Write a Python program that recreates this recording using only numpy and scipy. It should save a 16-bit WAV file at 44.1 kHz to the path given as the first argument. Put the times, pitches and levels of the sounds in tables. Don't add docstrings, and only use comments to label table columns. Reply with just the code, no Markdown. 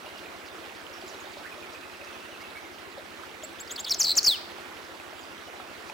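import sys
import numpy as np
from scipy import signal
from scipy.fft import rfft, irfft, next_fast_len
from scipy.io import wavfile
from scipy.ndimage import uniform_filter1d, map_coordinates

SR = 44100
rng = np.random.default_rng(int(sys.argv[2]) if len(sys.argv) > 2 else 0)


def to_wav(s):
    ch = np.atleast_2d(s).T
    pcm = np.round(np.clip(ch, -1, 1) * 32767)
    wavfile.write(sys.argv[1], SR, pcm.astype(np.int16))


def gain_from_decibels(decibels):
    exponent = np.asarray(decibels, float) / 20
    return 10 ** exponent


N = 261513


def unit(x):
    return x / np.sqrt(np.mean(x ** 2) + 1e-20)


def along(points, hz):
    f, v = np.transpose(points)
    return np.interp(np.log(hz + 1), np.log(f + 1), v)


def filtered(x, response):
    m = next_fast_len(N + 8192)
    hz = np.fft.rfftfreq(m, 1 / SR)
    return irfft(rfft(x, m) * response(hz), m)[..., :N]


def wobble(rate):
    points = rng.standard_normal(int(N * rate / SR) + 4)
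    return map_coordinates(points, [np.arange(N) * rate / SR])


def add(track, s, sound):
    part = track[..., round(s * SR):][..., :sound.shape[-1]]
    part += sound[..., :part.shape[-1]]


def bubble(hz, cycles, t, climb):
    k = hz * t / cycles
    ring = np.sin(2 * np.pi * hz * t * (1 + climb * k))
    return ring * np.exp(-k) * (1 - np.exp(-t * hz * 3))


def babble(count):
    # f/Hz, level/dB
    bubble_level = [(200, -10.5), (350, -5), (600, 6), (1300, 1.5), (3000, 9.5), (6000, -6.5), (12000, -24)]
    u = rng.random((count, 4))
    hz = 250 * 30 ** u[:, 1:2]
    size = gain_from_decibels(along(bubble_level, hz) - 3.85 * np.log(1 - .98 * u[:, 2:3]))
    step = np.arange(700)
    sound = size * bubble(hz, 1.41 + 3.14 * u[:, 3:], step / SR, climb=0.0875)
    at = (u[:, :1] * N).astype(int) + step
    return unit(np.bincount(at.ravel(), sound.ravel(), N + len(step))[:N])


def spread(pair):
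    # f/Hz, likeness (0 to 1)
    alike = [(60, -0.0), (180, 0.68), (550, 0.64), (1650, 0.029), (4970, 0.52), (15000, 0.11)]
    # f/Hz, level/dB
    lean = [(60, 5.5), (150, -3), (380, 1.0), (950, -2.5), (2380, -8), (5980, -5), (15000, -0.5)]
    # f/Hz, phase/rad
    lead = [(50, -1.23), (260, -0.24), (950, -1.31), (2500, -0.3), (8000, -0.091), (15000, -0.19)]

    def turn(hz):
        likeness = along(alike, hz) / np.cos(along(lead, hz))
        return np.arccos(np.clip(likeness, 0, .75)) / 2

    def tilt(hz):
        half = np.array([[.5], [-.5]])
        return gain_from_decibels(half * along(lean, hz)) * np.exp(1j * half * along(lead, hz))

    mid, side = filtered(pair, lambda hz: np.array([np.cos(turn(hz)), np.sin(turn(hz))]))
    return filtered(np.array([mid + side, mid - side]), tilt)


def stream():
    # f/Hz, level per Hz/dB
    water = [(20, -45), (40, -36), (80, -20.5), (120, -23.5), (165, -11), (373, -2), (460, -3.5),
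             (1060, -4.5), (1350, -3), (2670, -9), (5000, -16.5), (10200, -26), (15900, -27.5)]
    z = signal.stft(rng.standard_normal((2, N)), nperseg=512)[2]
    patches = rng.standard_normal(z.shape[1:])
    patches = uniform_filter1d(patches, size=8, axis=0)
    patches = uniform_filter1d(patches, size=8, axis=1)
    rush = signal.istft(z * gain_from_decibels(1.44 * unit(patches)), nperseg=512)[1][:, :N]
    rush = unit(filtered(rush, lambda hz: gain_from_decibels(along(water, hz))))
    bubbles = np.array([babble(count=3000), babble(count=3000)])
    flow_db = -46.5 + 0.2 * wobble(1.2) + 0.45 * wobble(6)
    return gain_from_decibels(flow_db) * spread(gain_from_decibels(2.0) * rush + gain_from_decibels(-5.0) * bubbles)


def plops():
    # t/s, peak level/dB, f/Hz
    large = [(.061, -36.5, 593), (.582, -41.5, 341.4), (.899, -41, 540), (1.038, -35, 369),
             (1.145, -43.5, 382), (1.263, -42.5, 379.5), (1.369, -37, 582), (1.578, -37, 592),
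             (1.731, -41, 614), (2.019, -39, 574.8), (2.249, -50, 339), (2.289, -40.5, 578),
             (2.699, -46, 351.5), (2.88, -38.5, 373.4), (2.979, -33.5, 544), (2.995, -39, 600),
             (3.299, -41, 820), (3.434, -33, 622.4), (4.659, -40, 816), (4.888, -39, 520),
             (5.127, -37.5, 630), (5.599, -36, 771)]
    # t/s, peak level/dB, f/Hz, left minus right/dB
    small = [(0.285, -39.5, 2330, -3.5), (.3194, -44.5, 2150, -5), (.38, -41, 1710, -7),
             (0.5822, -38, 1320, -9), (0.8671, -34.5, 2990, -14), (2.975, -43, 1590, -8),
             (3.1148, -37.5, 1300, -5), (3.2351, -36.5, 1296, -15), (3.52, -37, 2340, -1.5),
             (4.9999, -32.5, 2470, -1), (5.6004, -33, 1310, -5), (5.898, -28, 2420, 1),
             (5.8975, -33, 856, 0)]
    out, t = np.zeros((2, N)), np.arange(SR // 10) / SR
    rows = [(*row, 1.3, 5.9) for row in large] + [(*row, 4.65) for row in small]
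    for s, db, hz, pan_db, cycles in rows:
        sides_db = db + np.array([[pan_db], [-pan_db]]) / 2
        add(out, s, gain_from_decibels(sides_db) * bubble(hz, cycles, t, climb=0.0055))
    return out


def drive():
    # multiple of the turn rate, level/dB
    thump = [(1, -28.5), (2, -25.5), (3, -24.5), (4, -13.5), (5, -14.5), (6, -3.5), (7, -3.5), (8, -12.5),
             (9, -17.5), (10, -7.5)]
    turn_hz = 12.73
    turns = turn_hz * (np.arange(N) / SR - .0535)
    lag = np.array([[0], [1.5]])
    rattle = [(k, -15.5 + 0.8288 * (k - 11) + 2 * rng.standard_normal()) for k in range(11, 31)]
    hum = np.zeros((2, N))
    for k, db in thump + rattle:
        scatter = 3 * (k > 9) * rng.standard_normal()
        hum += gain_from_decibels(db) * np.cos(2 * np.pi * k * turns + lag + scatter)
    return gain_from_decibels(-61) * gain_from_decibels([[2.5], [-2.5]]) * hum


def insect():
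    # t/s, level/dB
    rasps = [(.158, -54), (.447, -54), (.737, -53), (1.05, -51.5), (1.36, -56.5), (1.71, -55.5),
             (2.02, -54.5), (2.19, -62), (2.39, -53.5), (2.715, -57.5), (4.82, -58), (5.86, -52)]
    ring_hz, width_hz, stroke_s = 4900, 1900, .055
    ticks = (rng.random(N) < 1600 / SR) * rng.standard_normal(N)

    def wing(f):
        return (1j * f * width_hz / (ring_hz ** 2 - f * f + 1j * f * width_hz)) ** 2

    ring = unit(filtered(ticks, wing))
    stroke = np.zeros(N)
    for s, db in rasps:
        add(stroke, s, gain_from_decibels(db) * np.hanning(round(stroke_s * SR)))
    return gain_from_decibels([[-1.5], [3]]) * stroke * ring


def grove(x, wet_db, shared):
    # f/Hz, t/s
    fade = [(2000, 0.37), (5000, 0.6), (10000, 0.05)]
    hz, t, z = signal.stft(rng.standard_normal((2, SR // 2)), SR, nperseg=256)
    fading = gain_from_decibels(-60 * t / along(fade, hz)[:, None])
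    mid, side = signal.istft(z * fading, SR, nperseg=256)[1]
    tail = np.array([mid + (1 - shared) * side, mid - (1 - shared) * side])
    tail = tail / np.linalg.norm(tail[0])
    return gain_from_decibels(wet_db) * signal.fftconvolve(x[None], tail, axes=1)[:, :N]


def syrinx(hz, gain, overtone_db):
    phase = 2 * np.pi * np.cumsum(hz) / SR + rng.uniform(0, 2 * np.pi)
    octave = (hz < SR / 6) * np.sin(2 * phase)
    return gain * (np.sin(phase) + gain_from_decibels(overtone_db) * octave)


def bent(rows, bend):
    return [(s, length, a, a + bend * (b - a), b, db) for s, length, a, b, db in rows]


def notes(rows, blunt, buzz_below_hz=0):
    out = np.zeros(N)
    for s, length, *hz, db in rows:
        u = np.linspace(0, 1, round(length * SR))
        pitch = np.polyval(np.polyfit([0, .5, 1], hz, deg=2), u)
        late = 1.25 if hz[2] > 1.15 * hz[0] and length > .01 else 1
        gain = gain_from_decibels(db) * np.abs(np.sin(np.pi * u ** late)) ** blunt
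        if max(hz) < buzz_below_hz:
            shake = 2 * np.pi * 280 * length * u + rng.uniform(0, 2 * np.pi)
            rough = uniform_filter1d(rng.standard_normal(len(u)), size=30)
            pitch = pitch + 300 * np.sin(shake) + 1000 * rough - 100
            gain = gain * (1 + .5 * np.sin(shake + .3))
        add(out, s, syrinx(pitch, gain, overtone_db=-28))
    return out


def trill():
    # t/s, peak level/dB, f/Hz
    pips = [(1.5185, -40, 2436), (1.6272, -44, 2410), (1.7501, -39.5, 2450), (1.8292, -43.5, 2554),
            (1.8896, -46, 2460), (1.9464, -44.5, 2600), (2.0111, -42, 2480), (2.0697, -41, 2630),
            (2.141, -42.5, 2522), (2.2101, -44, 2656), (2.252, -41.5, 2758), (2.3176, -45, 2930),
            (2.3426, -43, 2605), (2.4407, -39, 2645), (2.5794, -46.5, 2486)]
    rows = [(s - .007, .024, 1.1 * hz, 1.01 * hz, 0.965 * hz, db - 3.5) for s, db, hz in pips]
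    return notes(rows, blunt=0.75)


def far_birds():
    # t/s, length/s, start f/Hz, end f/Hz, peak level/dB
    second_bunting = [(.928, 0.026, 6000, 4320, -48), (1.008, 0.018, 4820, 3690, -48.5),
                      (1.077, .036, 7530, 3980, -46.5), (1.135, .018, 4160, 3690, -48),
                      (1.2, .018, 7300, 5720, -49), (1.245, 0.0235, 3947, 3300, -50),
                      (1.318, 0.0086, 7750, 4780, -52.5), (1.328, 0.013, 4900, 4100, -48.5),
                      (1.372, .016, 3440, 5800, -50), (5.185, .036, 7610, 6200, -55),
                      (5.228, .014, 4974, 4600, -47)]
    mellow = [(.054, .025, 2900, 2820, -45.5), (.15, 0.0315, 2940, 2785, -50.5),
              (.259, .025, 2500, 2300, -50), (.298, .022, 2308, 2460, -53),
              (.341, 0.021, 1980, 2085, -47.5), (1.448, 0.028, 1335, 2170, -41),
              (2.403, 0.029, 1945, 2306, -46), (2.552, .027, 2155, 2300, -41),
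              (2.647, .019, 2210, 2050, -48), (3.525, .01, 8400, 8300, -57), (5.469, .015, 3010, 2910, -48),
              (5.669, .032, 2590, 2750, -50.5)]
    calls = notes(bent(second_bunting, .36) + bent(mellow, .55), blunt=0.36)
    return (calls + trill()) * gain_from_decibels(2.6 * wobble(250))


def reflected(x):
    # f/Hz, level/dB
    ground = [(2500, -12), (3700, -9), (4400, -3.5), (5500, -5), (6500, -9), (9000, -14)]
    late_s = np.array([[.004125], [.004135]])
    return filtered(x, lambda hz: 1 - gain_from_decibels(along(ground, hz)) * np.exp(-2j * np.pi * hz * late_s))


def slope(x):
    blur = rng.standard_normal((2, 260)) * np.hanning(260)
    late = np.pad(blur / np.linalg.norm(blur[0]), ((0, 0), (round(.047 * SR), 0)))
    echo = signal.fftconvolve(x[None], late, axes=1)[:, :N]
    return gain_from_decibels(-19.5) * filtered(echo, lambda hz: 1 / (1 + (hz / 5500) ** 4))


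def chips():
    # t/s, length/s, peak level/dB
    buzzes = [
        (3.42, .014, -47),
        (3.584, 0.0143, -45),
        (3.694, 0.022, -40),
        (3.777, 0.026, -35),
        (3.861, 0.034, -31.5),
    ]
    # start, middle, end f/Hz
    buzz_hz = (3300, 3510, 3280)
    # t/s, length/s, start f/Hz, end f/Hz, peak level/dB
    hooks = [
        (3.431, 0.027, 6320, 7650, -37),
        (3.596, .026, 6100, 7635, -35),
        (3.733, .012, 7660, 8000, -45),
    ]
    climbs = [
        (3.707, .023, 6120, 7950, -33),
        (3.792, .021, 6150, 7770, -31),
    ]
    flicks = [
        (3.675, .0049, 5300, 4340, -41),
        (3.759, .0075, 5350, 3800, -32.5),
        (3.844, .008, 5400, 3800, -29.5),
        (3.882, 0.017, 7200, 5430, -38),
        (3.8955, .0025, 6160, 3940, -24),
        (3.929, .014, 4800, 3050, -32),
        (3.936, .008, 7350, 5650, -32.5),
        (3.9445, .0032, 6930, 4240, -21),
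    ]
    slurs = [
        (3.905, .021, 5750, 3790, -19),
    ]
    # t/s, peak level/dB
    ticks = [
        (4.03, -18),
        (4.1534, -27),
        (4.23, -24),
    ]
    rows = [(s, length, *buzz_hz, db) for s, length, db in buzzes]
    rows += [(s, .002, 4900, 5800, 8400, db) for s, db in ticks]
    rows += bent(hooks, .93) + bent(climbs, .54) + bent(flicks, .45) + bent(slurs, .3)
    return notes(rows, blunt=0.39, buzz_below_hz=3950)


def warble():
    # t/s, peak level/dB
    strokes = [
        (4.054, -23),
        (4.066, -22),
        (4.0786, -20.5),
        (4.09, -19),
        (4.1017, -18.5),
        (4.1125, -17.5),
    ]
    # start, middle, end f/Hz
    stroke_hz = (4872, 4280, 3704)
    # t/s, length/s, start f/Hz, end f/Hz, peak level/dB
    closing = [
        (4.12, .0065, 4150, 4050, -18.5),
    ]
    stroke_s = .0092
    rows = [(s, stroke_s, *stroke_hz, db) for s, db in strokes]
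    return notes(rows + bent(closing, .45), blunt=0.6)


def whistle(t, hz, db):
    # f/Hz, level/dB
    throat = [(2200, -38), (3085, -15), (3615, -7), (4540, -.5), (5500, 0), (6800, -2), (7600, -15),
              (9200, -25)]
    attack_s, attack_db, release_s, release_db = 0.008, 9, .011, 7.5
    since, left = t - t[0], t[-1] - t
    edge = np.clip(np.minimum(since, left) / 0.00074, 0, 1)
    swell_db = -attack_db * np.clip(1 - since / attack_s, 0, 1)
    ease_db = -release_db * np.clip(1 - left / release_s, 0, 1)
    gain = edge * gain_from_decibels(db + along(throat, hz) + swell_db + ease_db)
    return syrinx(hz, gain, overtone_db=-32)


def whistles():
    # t/s, length/s, start f/Hz, settling f/Hz, peak level/dB
    dives = [
        (4.035, 0.0179, 9480, 4978, -16.5),
        (4.238, .02, 9480, 5510, -19),
    ]
    # t/s, f/Hz
    slides = [
        [(3.983, 8200), (3.995, 7380), (4.005, 6490), (4.025, 4300)],
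        [(4.157, 9180), (4.164, 7690), (4.173, 6910), (4.181, 5440), (4.188, 4620), (4.195, 4100)],
        [(4.258, 7700), (4.263, 6000), (4.269, 5050), (4.276, 4600), (4.29, 4190), (4.308, 3770), (4.34, 3170),
         (4.356, 2810), (4.38, 2050)],
    ]
    slide_db = (-15.5, -14, -15)
    dive_s, sag_hz_per_s = .0043, 60000
    out = np.zeros(N)
    for s, length, start_hz, settle_hz, db in dives:
        t = np.arange(0, length, 1 / SR)
        dive = (start_hz - settle_hz) * np.exp(-t / dive_s)
        add(out, s, whistle(t, settle_hz + dive - sag_hz_per_s * t, db))
    for path, db in zip(slides, slide_db):
        s, hz = np.transpose(path)
        t = np.arange(s[0], s[-1], 1 / SR)
        pitch = uniform_filter1d(np.interp(t, s, hz), size=130, mode="nearest")
        add(out, s[0], whistle(t, pitch, db))
    return out


def singer():
    return (chips() + warble() + whistles()) * gain_from_decibels(1.3 * wobble(250))


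def scene():
    bird = singer()
    others = far_birds()
    near = reflected(bird) * gain_from_decibels([[.3], [-.2]])
    near = near + grove(bird, wet_db=-16.5, shared=.1) + slope(bird)
    far = others * gain_from_decibels([[-2.5], [1.5]]) + grove(others, wet_db=-6, shared=.3)
    return near + far + insect() + stream() + plops() + drive()


def roll_off(x):
    return signal.sosfilt(signal.butter(12, 16220, fs=SR, output="sos"), x)


def record(dry):
    tape_hz, cut_hz = 32000, 15900
    tape = signal.resample_poly(dry, up=tape_hz // 100, down=SR // 100, axis=1)
    held = tape[:, np.arange(N) * tape_hz // SR]
    mix = filtered(held, lambda hz: hz < cut_hz)
    return roll_off(mix)


dry = scene()
out = record(dry)
to_wav(out)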